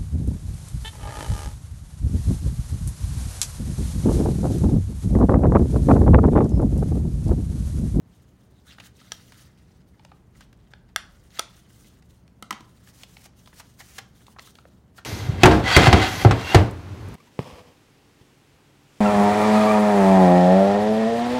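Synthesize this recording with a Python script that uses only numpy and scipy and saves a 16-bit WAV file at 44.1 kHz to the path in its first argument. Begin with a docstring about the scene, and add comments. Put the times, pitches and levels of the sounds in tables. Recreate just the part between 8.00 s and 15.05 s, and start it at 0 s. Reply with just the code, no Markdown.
"""Close above a desk, hands slide and press sticky notes on a card: friction, dull taps, paper snaps.
A hollow plastic marker clicks in the hand at 1.1, 3.0 and 3.4 s; a low rumble swells around 2.5 s.
At 4.4 s the marker is laid on the desk and bounces. From 4.9 s notes peel off, their glue
crackling, and flick against the desk. A small, fairly dry room answers throughout, with a faint hum."""
import sys
import numpy as np
from scipy import signal
from scipy.fft import rfft, irfft, next_fast_len
from scipy.io import wavfile
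from scipy.ndimage import uniform_filter1d, map_coordinates

SR = 44100
rng = np.random.default_rng(int(sys.argv[2]) if len(sys.argv) > 2 else 0)


def to_wav(s):
    """Save 16-bit WAV."""
    ch = np.atleast_2d(s).T  # columns
    pcm = np.round(np.clip(ch, -1, 1) * 32767)  # PCM
    wavfile.write(sys.argv[1], SR, pcm.astype(np.int16))


N = 311122
HIT_SAMPLES = 4096
HIT_HZ = np.fft.rfftfreq(HIT_SAMPLES, 1 / SR)


# Hollow barrel modes: f/Hz, width/Hz, level/dB
BARREL_MODES = [(430, 160, -5), (696, 110, -0.5), (840, 81, 0), (1270, 96, 2), (1610, 100, -0.5),
                (2130, 93, -5), (2785, 220, -8), (3390, 280, 2.5), (4500, 780, -4), (5830, 300, 2.5),
                (6970, 600, -5), (8800, 790, -9), (9940, 800, -15.5), (11350, 1100, -15.5),
                (14030, 2500, -23.5)]
# Barrel and cap clicks: t/s, thud/dB, ring/dB, snap/dB, air/dB, nominal t60/s, resonance/Hz
CLICKS = [(1.119, -46, -39.5, -31.5, -42, 0.022, 1620), (2.9611, -37.5, -23.5, -25.5, -32, 0.0098, 1980),
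          (3.3882, -52, -38, -40, -58, 0.023, 1290), (3.3935, -34, -28.5, -25.5, -30, 0.015, 4860)]

def marker_clicks():
    """The marker snaps in the hand, which damps it within milliseconds."""
    barrel = body(BARREL_MODES)
    return strikes(CLICKS, barrel, rise_share=0.015, evenness=0.26, boost_db=6, q=8.8, room_db=-16)


# Modes of the marker on the desk: f/Hz, width/Hz, level/dB
DESK_MODES = [(215, 26, -2), (301, 37, -4), (830, 110, -7.5), (990, 95, -1), (1300, 81, -0.5),
              (2040, 400, -9), (2930, 470, -21), (3840, 450, -31), (5680, 460, -23.5), (8700, 1400, -28)]
# Landing and bounces: t/s, thud/dB, ring/dB, snap/dB, air/dB, nominal t60/s, resonance/Hz
BOUNCES = [(4.425, -43, -41, -44, -48, 0.017, 3120), (4.5074, -39.5, -27, -34, -40.5, 0.03, 1207),
           (4.5269, -39.5, -43, -38.5, -53, 0.022, 3100), (4.6063, -49.5, -51, -54.5, -65, 0.033, 1010)]

def marker_bounces():
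    """The marker drops on the desk, which knocks lower and longer."""
    desk = body(DESK_MODES)
    return strikes(BOUNCES, desk, rise_share=0.0065, evenness=0.29, boost_db=12.5, q=7.3, room_db=-13)


# Crisp paper, register offsets: thud/dB, ring/dB, snap/dB, air/dB
PAPER_OFFSETS_DB = [-5, -4, 0, -2.5]
# Notes buckling or springing free: t/s, base level/dB, cutoff/Hz, nominal t60/s, resonance/Hz
SNAPS = [(0.7988, -49.5, 7500, 0.036, 2670), (1.321, -56.5, 10000, 0.021, 1510),
         (2.0487, -53.5, 7400, 0.017, 650), (2.4077, -57, 13000, 0.015, 1560),
         (2.5275, -64.5, 11000, 0.023, 1630), (4.0225, -67, 11000, 0.027, 1930),
         (4.278, -68, 9900, 0.013, 2590), (5.0331, -49.5, 9000, 0.02, 3210),
         (5.168, -52, 4500, 0.014, 2250), (5.255, -53, 14000, 0.044, 667), (5.458, -63, 16000, 0.03, 3300),
         (5.5962, -47.5, 15000, 0.058, 990), (5.8005, -48, 3500, 0.065, 2030),
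         (5.9817, -39.5, 11000, 0.042, 1910), (6.266, -62, 16000, 0.021, 3640),
         (6.3932, -48, 6600, 0.017, 2010), (6.553, -60, 10000, 0.015, 3270),
         (7.0488, -43.5, 16000, 0.018, 2920)]

def paper_snaps():
    """A sheet flicks: a dry snap, pitched by the size of the buckling patch."""
    return touches(SNAPS, PAPER_OFFSETS_DB, boost_db=3, q=7.7, room_db=-13.5)


def paper_ticks(start_s=4.85, end_s=5.3, ticks_per_s=5, cutoff_hz=12000, t60_s=0.013):
    """Small creases tick at random as the notes are gathered."""
    span_s = end_s - start_s
    rows = []
    for when, force, octaves in rng.random((round(ticks_per_s * span_s), 3)):
        level_db = -70 + 12 * force
        pitch_hz = 2200 * 2 ** octaves
        rows.append((start_s + span_s * when, level_db, cutoff_hz, t60_s, pitch_hz))
    return touches(rows, PAPER_OFFSETS_DB, boost_db=8, q=4.4, room_db=-17)


# Parting glue: f/Hz, relative density/dB
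GLUE_SPECTRUM = [(200, -16), (800, -2.5), (2000, 0), (3500, -2), (6000, 1.5), (9500, -2.5), (11000, -4.5),
                 (15500, -6.5)]
# Pulls on a sticky strip: t/s, length/s, level/dB, swell/dB
PULLS = [(4.868, 0.038, -56, -1), (4.939, 0.1, -55, 5), (5.089, 0.13, -58.5, -1), (5.239, 0.018, -53, -2),
         (5.563, 0.026, -52.5, 13), (5.787, 0.195, -55, 3), (6.973, 0.01, -52.5, 0)]

def peeling():
    """Threads of glue part in a fine crackle."""
    pull = sum(amp(db) * gesture(start_s, length_s, swell_db, attack_s=0.011, release_s=0.01)
               for start_s, length_s, db, swell_db in PULLS)
    flutter = amp(1.3 * wobble(60))
    return pull * flutter * friction(GLUE_SPECTRUM, slips_per_s=800, slip_db=-1.5, patchy_db=1)


# Fingertip, register offsets: thud/dB, ring/dB, snap/dB, air/dB
FINGER_OFFSETS_DB = [-2.5, -2.5, 1, -4.5]
# Fingertip landings: t/s, base level/dB, cutoff/Hz, nominal t60/s, resonance/Hz
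TAPS = [(0.783, -53, 3800, 0.021, 1570), (1.0125, -60, 4200, 0.031, 1280), (1.9943, -61, 4220, 0.018, 805),
        (2.116, -53, 2700, 0.022, 750), (2.7356, -52, 4460, 0.01, 1590), (4.872, -61.5, 4000, 0.023, 1680),
        (5.4737, -56.5, 6040, 0.02, 1040), (5.528, -58, 2500, 0.024, 1770),
        (6.2807, -54, 1600, 0.0093, 1090), (6.3625, -53, 1620, 0.019, 1120),
        (6.3855, -49.5, 4530, 0.028, 1250), (6.4725, -59, 5000, 0.016, 1310),
        (6.5857, -56, 4830, 0.019, 1260), (6.6527, -53.5, 2100, 0.014, 527),
        (6.9785, -48.5, 3650, 0.058, 1400)]

def finger_taps():
    """A finger lands: a dull pop of the card on the desk."""
    return touches(TAPS, FINGER_OFFSETS_DB, boost_db=13.5, q=4.4, room_db=-12.5)


# Finger rub and sheet hiss: f/Hz, relative density/dB
RUB_SPECTRUM = [(200, -15.5), (500, -6), (850, -6), (1040, -8.5), (1250, 2.5), (1650, 2), (2050, 2),
                (2400, -4.5), (3000, -1), (3700, -1.5), (5000, -3.5), (7000, -10.5), (16000, -40.5)]
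HISS_SPECTRUM = [(1000, -37.5), (3000, -5.5), (5000, -7.5), (6300, -3.5), (8000, -7), (9500, -4.5),
                 (10500, -10), (15500, -10)]
# Hand or sheet slides, and at 3.34 s the marker cap sliding on: t/s, length/s, rub/dB, hiss/dB, swell/dB
SLIDES = [(0.129, 0.074, -70, -69.5, -7.5), (0.246, 0.64, -74.5, -74.5, 1), (0.669, 0.022, -62, -58.5, 1),
          (0.701, 0.029, -53, -65, 2.5), (0.78, 0.083, -63.5, -62, 16), (0.966, 0.28, -63.5, -62.5, 4),
          (1.279, 0.18, -59, -60, 0.5), (1.47, 0.35, -71, -76, -3), (1.938, 0.23, -71.5, -77, -1),
          (2.358, 0.085, -65, -69.5, 0), (2.59, 0.21, -74.5, -82.5, 0), (3.1, 0.25, -68, -68, -5),
          (3.338, 0.034, -51.5, -56, 7), (3.497, 0.1, -65, -63.5, 5.5), (3.622, 0.37, -68.5, -68, 2.5),
          (3.726, 0.15, -81, -59, 2), (4.056, 0.008, -84, -67, 0), (4.107, 0.089, -77, -69, -8.5),
          (4.59, 0.267, -69, -68.5, -1.5), (5.372, 0.36, -69.5, -64.5, -0.5), (6.153, 0.18, -67, -64, -1),
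          (6.398, 0.11, -65.5, -59, 4), (6.546, 0.28, -78, -73, -12), (6.988, 0.04, -64, -85, -2),
          (6.003, 0.13, -78, -75, -1)]

def sliding(rest_db=-78.5):
    """Pressed fingers rub with the card's resonances; a gliding sheet hisses; the marker cap scrapes on before
    its click at 3.4 s."""
    rub_power = hiss_power = amp(rest_db) ** 2
    for start_s, length_s, rub_db, hiss_db, swell_db in SLIDES:
        speed = gesture(start_s, length_s, swell_db, attack_s=0.013, release_s=0.015)
        rub_power = rub_power + (amp(rub_db) * speed) ** 2
        hiss_power = hiss_power + (amp(hiss_db) * speed) ** 2
    pressure_db = 1.6 * wobble(63)
    rub = np.sqrt(rub_power) * friction(RUB_SPECTRUM, slips_per_s=140, slip_db=-2.5, patchy_db=3.5)
    hiss = np.sqrt(hiss_power) * friction(HISS_SPECTRUM, slips_per_s=620, slip_db=-2, patchy_db=2)
    return amp(pressure_db) * (rub + hiss)


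# Fingertip catches: centre t/s, half length/s, level/dB, f/Hz
CATCHES = [(0.574, 0.027, -72.5, 3740), (0.702, 0.029, -56, 3660), (1.072, 0.12, -70, 3700),
           (6.467, 0.046, -60.5, 3600)]

def finger_rasps():
    """Skin sticks and slips on paper, ringing one narrow band."""
    out, t = np.zeros(N), np.arange(N) / SR
    for centre_s, half_s, db, pitch_hz in CATCHES:
        ring = filtered(rng.standard_normal(N), lambda hz: resonance(hz, pitch_hz, q=5.2) ** 2)
        envelope = np.exp(-((t - centre_s) / half_s) ** 4)
        out += amp(db) * envelope * unit_rms(ring)
    return out


# Struck sheet: f/Hz, relative density/dB
SHEET_SPECTRUM = [(150, -15), (400, -6.5), (800, 7), (1050, 3), (1300, 6), (2000, 4.5), (2500, 3),
                  (3400, 0), (6000, -4.5), (9500, -12.5), (16000, -22)]

def touches(rows, offsets_db, boost_db, q, room_db):
    """Paper contacts: the buckling patch lifts its own register; softness cuts the treble."""
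    centres_hz = np.sqrt(np.prod(REGISTERS_HZ, axis=1))
    blows = []
    for start_s, db, cutoff_hz, t60_s, pitch_hz in rows:
        lift_db = 7 * np.exp(-np.log2(centres_hz / pitch_hz) ** 2)
        softness_db = 10 * np.log10(1 + (centres_hz / cutoff_hz) ** 5)
        levels_db = db + np.array(offsets_db) + lift_db - softness_db
        blows.append((start_s, *levels_db, t60_s, pitch_hz))
    sheet = amp(log_interp(SHEET_SPECTRUM, HIT_HZ))
    return strikes(blows, sheet, rise_share=0.16, evenness=0.12, boost_db=boost_db, q=q, room_db=room_db)


def strikes(rows, body_gain, rise_share, evenness, boost_db, q, room_db):
    """Each blow favours one resonance; the walls hear the body from all sides, with flatter peaks."""
    out = np.zeros(N)
    for start_s, *levels_db, t60_s, pitch_hz in rows:
        blow = contact(t60_s, rise_share * t60_s, evenness)
        colour = body_gain * (1 + amp(boost_db) * resonance(HIT_HZ, pitch_hz, q) ** 2)
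        add(out, start_s, ringing(blow, colour, levels_db))
        add(out, start_s, amp(room_db) * room(ringing(blow, np.sqrt(colour), levels_db)))
    return out


def contact(t60_s, rise_s, evenness, split_hz=3500):
    """A burst of micro-impacts, treble dying first; evenness flattens its spectrum."""
    t = np.arange(HIT_SAMPLES) / SR
    envelope = (1 - np.exp(-t / rise_s)) * amp(-60 * t / t60_s)
    impacts = envelope * rng.standard_normal(HIT_SAMPLES)
    damped = impacts * amp(-30 * t / t60_s)
    lowpass = 1 / (1 + 1j * HIT_HZ / split_hz) ** 2
    spectrum = lowpass * rfft(impacts) + (1 - lowpass) * rfft(damped)
    return irfft(spectrum / np.abs(spectrum) ** evenness) * envelope ** 0.25


def body(modes, floor_db=-28):
    """Body gain: resonant peaks over a floor that sinks in the treble."""
    hz, width_hz, db = np.transpose(modes)[:, :, None]
    peaks = amp(db) ** 2 / (1 + (2 * (HIT_HZ - hz) / width_hz) ** 2) ** 1.19
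    floor = amp(floor_db) ** 2 / (1 + (HIT_HZ / 6000) ** 2)
    return np.sqrt(peaks.sum(axis=0) + floor)


# Thud, ring, snap and air registers: low/Hz, high/Hz
REGISTERS_HZ = [(200, 900), (900, 2400), (2400, 7000), (7000, 16000)]

def ringing(blow, gain, levels_db):
    """A blow rings a body; where and how hard it lands sets each register's level."""
    spectrum = rfft(blow)
    centres_hz = np.sqrt(np.prod(REGISTERS_HZ, axis=1))
    gain = gain * HIT_HZ ** 2 / (HIT_HZ ** 2 + 140 ** 2)  # small things radiate no deep bass
    for _ in range(3):
        power = np.abs(spectrum * gain) ** 2 * 2 / HIT_SAMPLES / (SR / 100)  # energy over 10 ms
        band_power = [power[(HIT_HZ >= low) & (HIT_HZ < high)].sum() for low, high in REGISTERS_HZ]
        trim_db = np.array(levels_db) - 10 * np.log10(band_power)
        gain = gain * amp(log_interp(np.c_[centres_hz, trim_db], HIT_HZ))
    # Minimum phase: the ring follows the blow.
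    cepstrum = irfft(np.log(gain + 1e-4 * gain.max()))
    causal = np.r_[1, np.full(HIT_SAMPLES // 2 - 1, 2), np.zeros(HIT_SAMPLES // 2)]
    return irfft(spectrum * np.exp(rfft(cepstrum * causal)))


def friction(spectrum, slips_per_s, slip_db, patchy_db):
    """Rubbing noise with clumps of fibre slips; its colour shifts as the contact moves."""
    clumped_per_s = slips_per_s * np.exp(1.4 * wobble(45))
    slips = (rng.random(N) < clumped_per_s / SR) * rng.standard_normal(N)
    noise = rng.standard_normal(N) + amp(slip_db) * unit_rms(slips)
    frames = signal.stft(noise, nperseg=256)[2]
    patches = uniform_filter1d(rng.standard_normal(frames.shape), size=7, axis=0)
    patches = uniform_filter1d(patches, size=5, axis=1)
    patchy = signal.istft(frames * amp(patchy_db * unit_rms(patches)), nperseg=256)[1]
    return coloured(patchy[:N], spectrum)


def gesture(start_s, length_s, swell_db, attack_s, release_s):
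    """Gain of a hand movement: it starts, swells or eases, and dies away."""
    t = np.arange(N) / SR - start_s
    edges = np.exp(np.minimum(t, 0) / attack_s - np.maximum(t - length_s, 0) / release_s)
    progress = np.clip(t / length_s, 0, 1)
    return edges * amp(swell_db * (progress - 0.5))


# Room decay: f/Hz, t60/s
ROOM_DECAY = [(150, 0.16), (800, 0.46), (2000, 0.32), (6000, 0.33), (15000, 0.13)]

def room(x, build_s=0.0021, dull_hz=12000):
    """Slightly dull wall reflections build fast; each frequency dies at its own rate."""
    hz, t, frames = signal.stft(rng.standard_normal(SR // 2), SR, nperseg=256)
    frames = frames / np.sqrt(1 + (hz[:, None] / dull_hz) ** 4)
    decay = amp(-60 * t / log_interp(ROOM_DECAY, hz)[:, None])
    tail = signal.istft(frames * decay, SR, nperseg=256)[1]
    tail *= 1 - np.exp(-np.arange(len(tail)) / SR / build_s)
    return signal.fftconvolve(x, tail / np.linalg.norm(tail))


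# Hum tones: f/Hz, level/dB
HUM_TONES = [(68, -62.5), (120, -60.5), (180, -64.5)]
# Rumble envelope: t/s, level/dB
RUMBLE_LEVELS = [(0, -83), (2.2, -69), (2.45, -56.5), (2.8, -64.5), (3.12, -60), (3.4, -64.5), (7, -80)]
# Room noise: f/Hz, relative density/dB
AMBIENT_SPECTRUM = [(20, -38), (32, -20), (45, -5), (66, 0), (85, -1), (105, -1), (200, -3.5), (300, -10),
                    (500, -17), (1000, -24), (2500, -35), (6000, -49.5), (16000, -50)]

def background():
    """A wavering hum, a rumble that swells and sinks, and low room noise."""
    t = np.arange(N) / SR
    hum = sum(amp(db + 0.89 * wobble(1.1)) * np.sin(2 * np.pi * hz * t + 1.1 * wobble(4))
              for hz, db in HUM_TONES)
    rumble_db = np.interp(t, *np.transpose(RUMBLE_LEVELS))
    rumble_spectrum = [(18, -31.5), (42, 1.5), (55, -4), (110, -36.5), (400, -100)]
    rumble = amp(rumble_db) * coloured(rng.standard_normal(N), rumble_spectrum)
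    return hum + rumble + amp(-56) * coloured(rng.standard_normal(N), AMBIENT_SPECTRUM)


def amp(db):
    """Decibels to gain."""
    return 10 ** (np.asarray(db) / 20)


def unit_rms(x):
    """Scale to rms 1."""
    return x / np.sqrt(np.mean(x ** 2) + 1e-20)


def log_interp(points, hz):
    """Read (f/Hz, value) points on a log axis."""
    points_hz, values = np.transpose(points)
    return np.interp(np.log(hz + 1), np.log(points_hz + 1), values)


def wobble(knots_per_s):
    """Smooth random curve."""
    knots = rng.standard_normal(int(N * knots_per_s / SR) + 4)
    return map_coordinates(knots, [np.arange(N) * knots_per_s / SR])


def resonance(hz, centre_hz, q):
    """Gain of one resonance, 1 at its centre."""
    return 1 / np.sqrt(1 + (q * (hz / centre_hz - centre_hz / (hz + 1))) ** 2)


def filtered(x, response):
    """Apply the gain response(hz)."""
    size = next_fast_len(len(x) + 8192)
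    return irfft(rfft(x, size) * response(np.fft.rfftfreq(size, 1 / SR)), size)[:len(x)]


def coloured(x, spectrum):
    """Shape x by (f/Hz, level/dB) points, at rms 1."""
    return unit_rms(filtered(x, lambda hz: amp(log_interp(spectrum, hz))))


def add(track, start_s, sound):
    """Mix a sound in at start_s."""
    part = track[round(start_s * SR):][:len(sound)]
    part += sound[:len(part)]


def scene(rustle_room_db=-13):
    """Marker, paper and hands on the desk, close and in mono."""
    marker = marker_clicks() + marker_bounces()
    contacts = finger_taps() + paper_snaps() + paper_ticks()
    rustle = sliding() + peeling() + finger_rasps()
    reflections = amp(rustle_room_db) * room(rustle)[:N]
    return (marker + contacts + rustle + reflections + background())[None]


def record(dry, cutoff_hz=16000):
    """Steep low-pass."""
    return filtered(dry[0], lambda hz: 1 / np.sqrt(1 + (hz / cutoff_hz) ** 160))[None]


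dry = scene()
out = record(dry)
to_wav(out)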